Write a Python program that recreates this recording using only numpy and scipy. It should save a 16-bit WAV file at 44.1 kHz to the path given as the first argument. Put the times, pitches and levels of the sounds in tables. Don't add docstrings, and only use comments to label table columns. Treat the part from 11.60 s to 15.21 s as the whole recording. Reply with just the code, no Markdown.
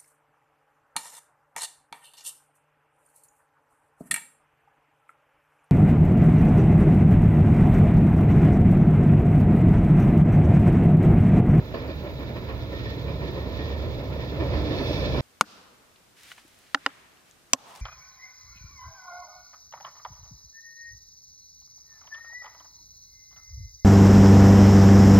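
import sys
import numpy as np
from scipy import signal
from scipy.fft import rfft, irfft
from scipy.io import wavfile
from scipy.ndimage import uniform_filter1d

SR = 44100
rng = np.random.default_rng(int(sys.argv[2]) if len(sys.argv) > 2 else 0)


def put_to_file(sound):
    columns = np.atleast_2d(sound).T
    safe = np.clip(columns, -1, 1)
    whole_steps = np.round(safe * 32767)
    wavfile.write(sys.argv[1], SR, whole_steps.astype(np.int16))


N = 159201

# frequency_hz, lead_rad
PORT_LEAD = [(20, -0.5), (200, 0.1), (400, 0.72), (900, 0.57), (1300, 1.13), (1700, 4), (2200, 1.16),
             (3000, 5), (3500, 3.5), (4200, 4), (4800, 5), (5400, 8), (6500, 8.6)]
# frequency_hz, left_minus_right_db
PORT_TILT = [(30, -5.3), (65, -4.3), (100, -3), (160, -2.3), (270, -3.5), (450, -1.3), (740, -2),
             (1220, -4.2), (2010, -3.2), (3330, -5), (5500, -6), (7200, -2), (10000, 3), (15000, 6.5)]
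# time_s, level_db
RINGING_LEVEL = [(0, -64), (2.6, -58.5), (3.05, -51), (3.28, -43), (3.38, -43), (3.48, -50), (3.61, -44.5)]


def amp(db):
    return 10 ** (np.asarray(db) / 20)


def evened(x):
    return x / np.sqrt(np.mean(x ** 2) + 1e-20)


def seconds():
    return np.arange(N) / SR


def bins():
    return np.fft.rfftfreq(N, 1 / SR)


def read(points):
    f, value = np.transpose(points)
    return np.interp(np.log(bins() + 1), np.log(f + 1), value)


def level(points):
    return amp(np.interp(seconds(), *np.transpose(points)))


def flutter(rate_hz):
    smoothing = 1 / (1 + (bins() / rate_hz) ** 4)
    return evened(irfft(rfft(rng.standard_normal(N)) * smoothing, N))


def from_train(gain):
    # frequency_hz, likeness (0 to 1)
    port_likeness = [(50, .94), (250, .95), (600, .94), (1000, .78), (1500, .62), (2500, .72), (4500, .7),
                     (6000, .3), (15000, .15)]
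    a, b = rfft(rng.standard_normal((2, N)))
    same = np.clip(read(port_likeness), 0, 1)
    tilt = amp(read(PORT_TILT) / 2)
    right = same * a + np.sqrt(1 - same ** 2) * b
    right = right * np.exp(-1j * read(PORT_LEAD))
    return evened(irfft(np.array([a * tilt, right / tilt]) * gain, N))


def resonance(hz, width_hz):
    return 1 / (1 + ((bins() - hz) / width_hz) ** 2)


def steadied(x, span_s):
    power = uniform_filter1d((x ** 2).mean(0), max(int(span_s * SR), 200))
    return x / np.sqrt(abs(power) + 1e-9)


def blow(start, rise, t60):
    hold_s = 0.0033
    t = seconds() - start
    attack = np.clip(t / max(rise, .002), 0, 1)
    return attack * amp(-60 * np.maximum(t - rise - hold_s, 0) / t60)


def viaduct():
    # frequency_hz, level_db_per_hz (relative)
    boom_spectrum = [(20, -50), (35, -20.5), (50, -10.5), (60, 0), (68, 5.5), (78, 2), (100, -25.5),
                     (140, -30), (300, -71), (2000, -110)]
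    # time_s, level_db
    boom_level = [(0, -43), (.16, -42.5), (.3, -34), (.47, -38.5), (.65, -35.5), (.76, -40.5), (.98, -34.5),
                  (1.2, -39.5), (1.29, -32), (1.38, -41.5), (1.68, -33), (1.9, -35), (2.2, -29.5),
                  (2.4, -36.5), (2.68, -35), (2.97, -25.5), (3.17, -37), (3.52, -30)]
    return steadied(from_train(amp(read(boom_spectrum))), span_s=0.045) * level(boom_level)


def wheel_roar(rough_db=1.08):
    # frequency_hz, level_db_per_hz (relative)
    roar_spectrum = [(20, -60), (40, -41.5), (75, -0.5), (100, 8.5), (135, 5.5), (165, -2.5), (230, -1),
                     (295, 1), (360, -3.5), (470, -2.5), (580, -4.5), (670, -7), (760, -19), (860, -13.5),
                     (980, -13), (1180, -22), (1330, -14.5), (1530, -19.5), (1800, -17.5), (2600, -20.5),
                     (5000, -61), (8000, -103)]
    # time_s, level_db
    roar_level = [(0, -37), (.6, -35), (1.08, -36), (1.5, -36.5), (2.2, -35.5), (2.72, -33.5), (2.83, -31),
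                  (3.25, -30.5), (3.61, -30.5)]
    roar = steadied(from_train(amp(read(roar_spectrum))), span_s=0.06)
    return roar * level(roar_level) * amp(rough_db * flutter(rate_hz=17.5))


def mid_roar():
    # frequency_hz, level_db_per_hz (relative)
    mid_roar_spectrum = [(150, -32), (260, -3.5), (560, 1.5), (780, -12.5), (1000, -9), (1700, -36.5),
                         (5000, -74)]
    # time_s, level_db
    mid_roar_level = [(0, -49), (1.3, -45.5), (1.55, -41), (2.2, -39), (2.73, -42), (2.83, -34.5),
                      (3.61, -35.5)]
    return steadied(from_train(amp(read(mid_roar_spectrum))), span_s=.03) * level(mid_roar_level)


def joints(rattle_db=-1.3):
    # start_s, thud_db, clank_db, ring_db, rise_s
    clacks = [(.139, -25.5, -36, -45.5, 0.0066), (0.272, -33, -42.5, -66, 0.022),
              (.428, -33, -45.5, -53, 0.027), (.58, -39, -46, -60, 0.026), (.747, -35.5, -43, -52, 0.02),
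              (.875, -37.5, -43, -57, 0.02), (1.124, -36, -50, -46.5, 0.0081),
              (1.25, -41, -47, -45.5, 0.01), (1.456, -36.5, -41.5, -65, 0.028),
              (1.6, -33.5, -44, -47, 0.033), (1.747, -33, -44.5, -49, 0.035),
              (1.975, -45.5, -45.5, -44.5, 0.024), (2.09, -43, -46, -52, 0.033),
              (2.215, -35, -51.5, -69, 0.027), (2.58, -42, -48, -46.5, 0.016),
              (2.783, -28, -39, -50.5, 0.029), (2.927, -34.5, -39, -63, .011),
              (3.093, -29, -40.5, -48, 0.019), (3.28, -29, -43, -67, 0.027),
              (3.415, -28.5, -41, -63, 0.014), (3.53, -27, -36.5, -63, .017)]
    # frequency_hz, level_db_per_hz (relative)
    thud_spectrum = [(100, -32), (220, -12.5), (350, 0.5), (470, -7), (550, 1.5), (660, -10.5), (780, -30),
                     (1200, -49), (5000, -82)]
    # frequency_hz, level_db_per_hz (relative)
    clank_spectrum = [(500, -21.5), (800, -5), (1040, 4.5), (1270, -5), (1550, -7.5), (1780, 1),
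                      (2050, -21), (2350, -1), (2900, -11.5), (3700, -14.5), (4900, -19), (6200, -34),
                      (8000, -84)]
    thud_t60_s, clank_t60_s, ring_t60_s = 0.16, 0.31, 0.57

    thud_blows = sum(amp(db) * blow(s, rise, thud_t60_s) for s, db, _, _, rise in clacks)
    clank_blows = sum(amp(db) * blow(s, rise, clank_t60_s) for s, _, db, _, rise in clacks)
    ring_blows = sum(amp(db) * blow(s, rise, ring_t60_s) for s, _, _, db, rise in clacks)
    thud = thud_blows * steadied(from_train(amp(read(thud_spectrum))), span_s=0.04)
    clank = clank_blows * from_train(amp(read(clank_spectrum)))
    ring = ring_blows * steadied(from_train(resonance(hz=1850, width_hz=61)), span_s=0.011)
    return (thud + clank + ring) * amp(rattle_db * flutter(rate_hz=48))


def chinks():
    # start_s, level_db
    snaps = [(0.138, -51), (.275, -52), (2.932, -47)]
    blows = sum(amp(db) * blow(s, rise=0.0042, t60=.25) for s, db in snaps)
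    return blows * from_train(resonance(hz=4540, width_hz=370))


def rail_hiss(rough_db=1.52):
    # frequency_hz, level_db_per_hz (relative)
    hiss_spectrum = [(900, -29), (1550, -14), (1800, 9.5), (2030, -24), (2300, 4), (3050, -6), (3500, 6),
                     (4200, 0), (4520, -3), (4800, -4.5), (5500, -8.5), (6200, -16), (7100, -19.5),
                     (8000, -49), (10000, -54), (15000, -51)]
    # time_s, level_db
    hiss_level = [(0, -52), (1.05, -50.5), (1.24, -44), (1.55, -50.5), (1.68, -47), (1.88, -47.5),
                  (2.02, -45), (2.35, -50), (2.7, -48.5), (3, -44), (3.25, -40), (3.61, -40.5)]
    hiss = from_train(amp(read(hiss_spectrum)))
    return hiss * level(hiss_level) * amp(rough_db * flutter(rate_hz=18.5))


def rail_ringing():
    # mode_hz, full_width_hz, level_db (relative)
    rail_modes = [(2293, 25, -6), (2600, 60, -3), (3390, 70, -3), (3640, 60, -2), (3978, 35, -5),
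                  (4377, 40, -5), (4727, 30, -5), (4830, 40, -5), (5230, 60, -8), (5717, 40, -9)]
    modes = sum(amp(db) * resonance(hz, width / 2) for hz, width, db in rail_modes)
    return from_train(modes) * level(RINGING_LEVEL)


def squeals(waver_hz=13):
    # peak_s, half_length_s, pitch_hz, level_db
    singing_modes = [(3.15, .07, 3612, -52), (3.17, .1, 4382, -54), (3.26, .06, 3420, -49),
                     (3.34, .1, 2582, -46.5), (3.32, .11, 4730, -54), (3.34, .07, 5626, -57)]
    t, out = seconds(), np.zeros((2, N))
    for s, half, hz, db in singing_modes:
        phase = 2 * np.pi * np.cumsum(hz + waver_hz * flutter(rate_hz=35)) / SR
        tilt = amp(np.interp(hz, *np.transpose(PORT_TILT)) / 2)
        lead = np.interp(hz, *np.transpose(PORT_LEAD))
        pair = np.array([tilt * np.sin(phase), np.sin(phase - lead) / tilt])
        swell = np.exp(-((t - s) / half) ** 2)
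        out += np.sqrt(2) * amp(db) * swell * pair
    return out


def sizzle():
    # frequency_hz, level_db_per_hz (relative)
    sizzle_spectrum = [(4000, -30), (5800, 2.5), (7200, -4), (8300, -24.5), (9500, -8), (11000, -4),
                       (15000, -4.5)]
    below_ringing_db = -13.5
    return from_train(amp(read(sizzle_spectrum))) * level(RINGING_LEVEL) * amp(below_ringing_db)


def drones(width_hz=7):
    # peak_s, half_length_s, pitch_hz, level_db
    deck_modes = [(3.08, 0.13, 304.3, -34.5), (3.517, 0.15, 138, -33)]
    t, out = seconds(), np.zeros((2, N))
    for s, half, hz, db in deck_modes:
        tone = steadied(from_train(resonance(hz, width_hz)), span_s=0.085)
        out += amp(db) * np.exp(-((t - s) / half) ** 2) * tone
    return out


def wagons():
    # frequency_hz, level_db_per_hz (relative)
    wagon_spectrum = [(20, -26), (33, -12.5), (45, -6.5), (58, 7.5), (85, -1.5), (130, 6), (190, -3),
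                      (260, -20), (400, -10.5), (1500, -73), (5000, -100)]
    # time_s, level_db
    wagon_level = [(0, -41.5), (.5, -39), (1.1, -39), (1.55, -33), (2.3, -40.5), (3.61, -33)]
    return steadied(from_train(amp(read(wagon_spectrum))), span_s=0.091) * level(wagon_level)


def cricket(side_db=-2, waver_hz=30, wander_hz=50):
    # time_s, level_db
    trill_level = [(0, -58), (.4, -57), (.65, -54), (1.05, -54), (1.25, -56.5), (1.42, -52), (2.1, -58),
                   (3.61, -61)]
    first_s, period_s, stroke_s = .048, .0535, .03
    middle_hz, sag_hz_per_s = 3990, 14000
    since = (seconds() - first_s + period_s / 2) % period_s - period_s / 2
    stroke = np.cos(np.pi * np.clip(since / stroke_s, -.5, .5))
    hz = middle_hz - sag_hz_per_s * since
    hz = hz + waver_hz * flutter(rate_hz=75.8) + wander_hz * flutter(rate_hz=12.3)
    phase = 2 * np.pi * np.cumsum(hz) / SR
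    pair = np.array([amp(side_db) * np.sin(phase), amp(-side_db) * np.cos(phase)])
    return np.sqrt(2) * pair * stroke * level(trill_level) * amp(flutter(rate_hz=22))


def mic_hiss(flicker_db=1.5):
    # frequency_hz, level_db_per_hz (relative)
    hiss_spectrum = [(3000, -36), (6000, -1.5), (7200, -0.5), (8200, -42), (9300, -13.5), (10800, -13.5),
                     (12500, -1), (14000, 2.5), (16000, 0.5)]
    middle_db, side_db = -59.5, 1.5
    hiss = evened(irfft(rfft(rng.standard_normal((2, N))) * amp(read(hiss_spectrum)), N))
    port_gain = amp([[middle_db + side_db], [middle_db - side_db]])
    return hiss * port_gain * amp(flicker_db * flutter(rate_hz=90))


def scene():
    deck = viaduct() + drones() + wagons()
    wheels = wheel_roar() + mid_roar() + joints() + chinks()
    rails = rail_hiss() + rail_ringing() + squeals() + sizzle()
    return deck + wheels + rails + cricket() + mic_hiss()


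def record(dry):
    edge_hz, fade_samples = 15850, 100
    from_end = np.minimum(np.arange(N), np.arange(N)[::-1])
    ends = np.sin(np.pi / 2 * np.clip(from_end / fade_samples, 0, 1)) ** 2
    lowpass = signal.firwin(511, edge_hz, window=("kaiser", 9), fs=SR)
    return signal.oaconvolve(dry * ends, lowpass[None], "same")


dry = scene()
out = record(dry)
put_to_file(out)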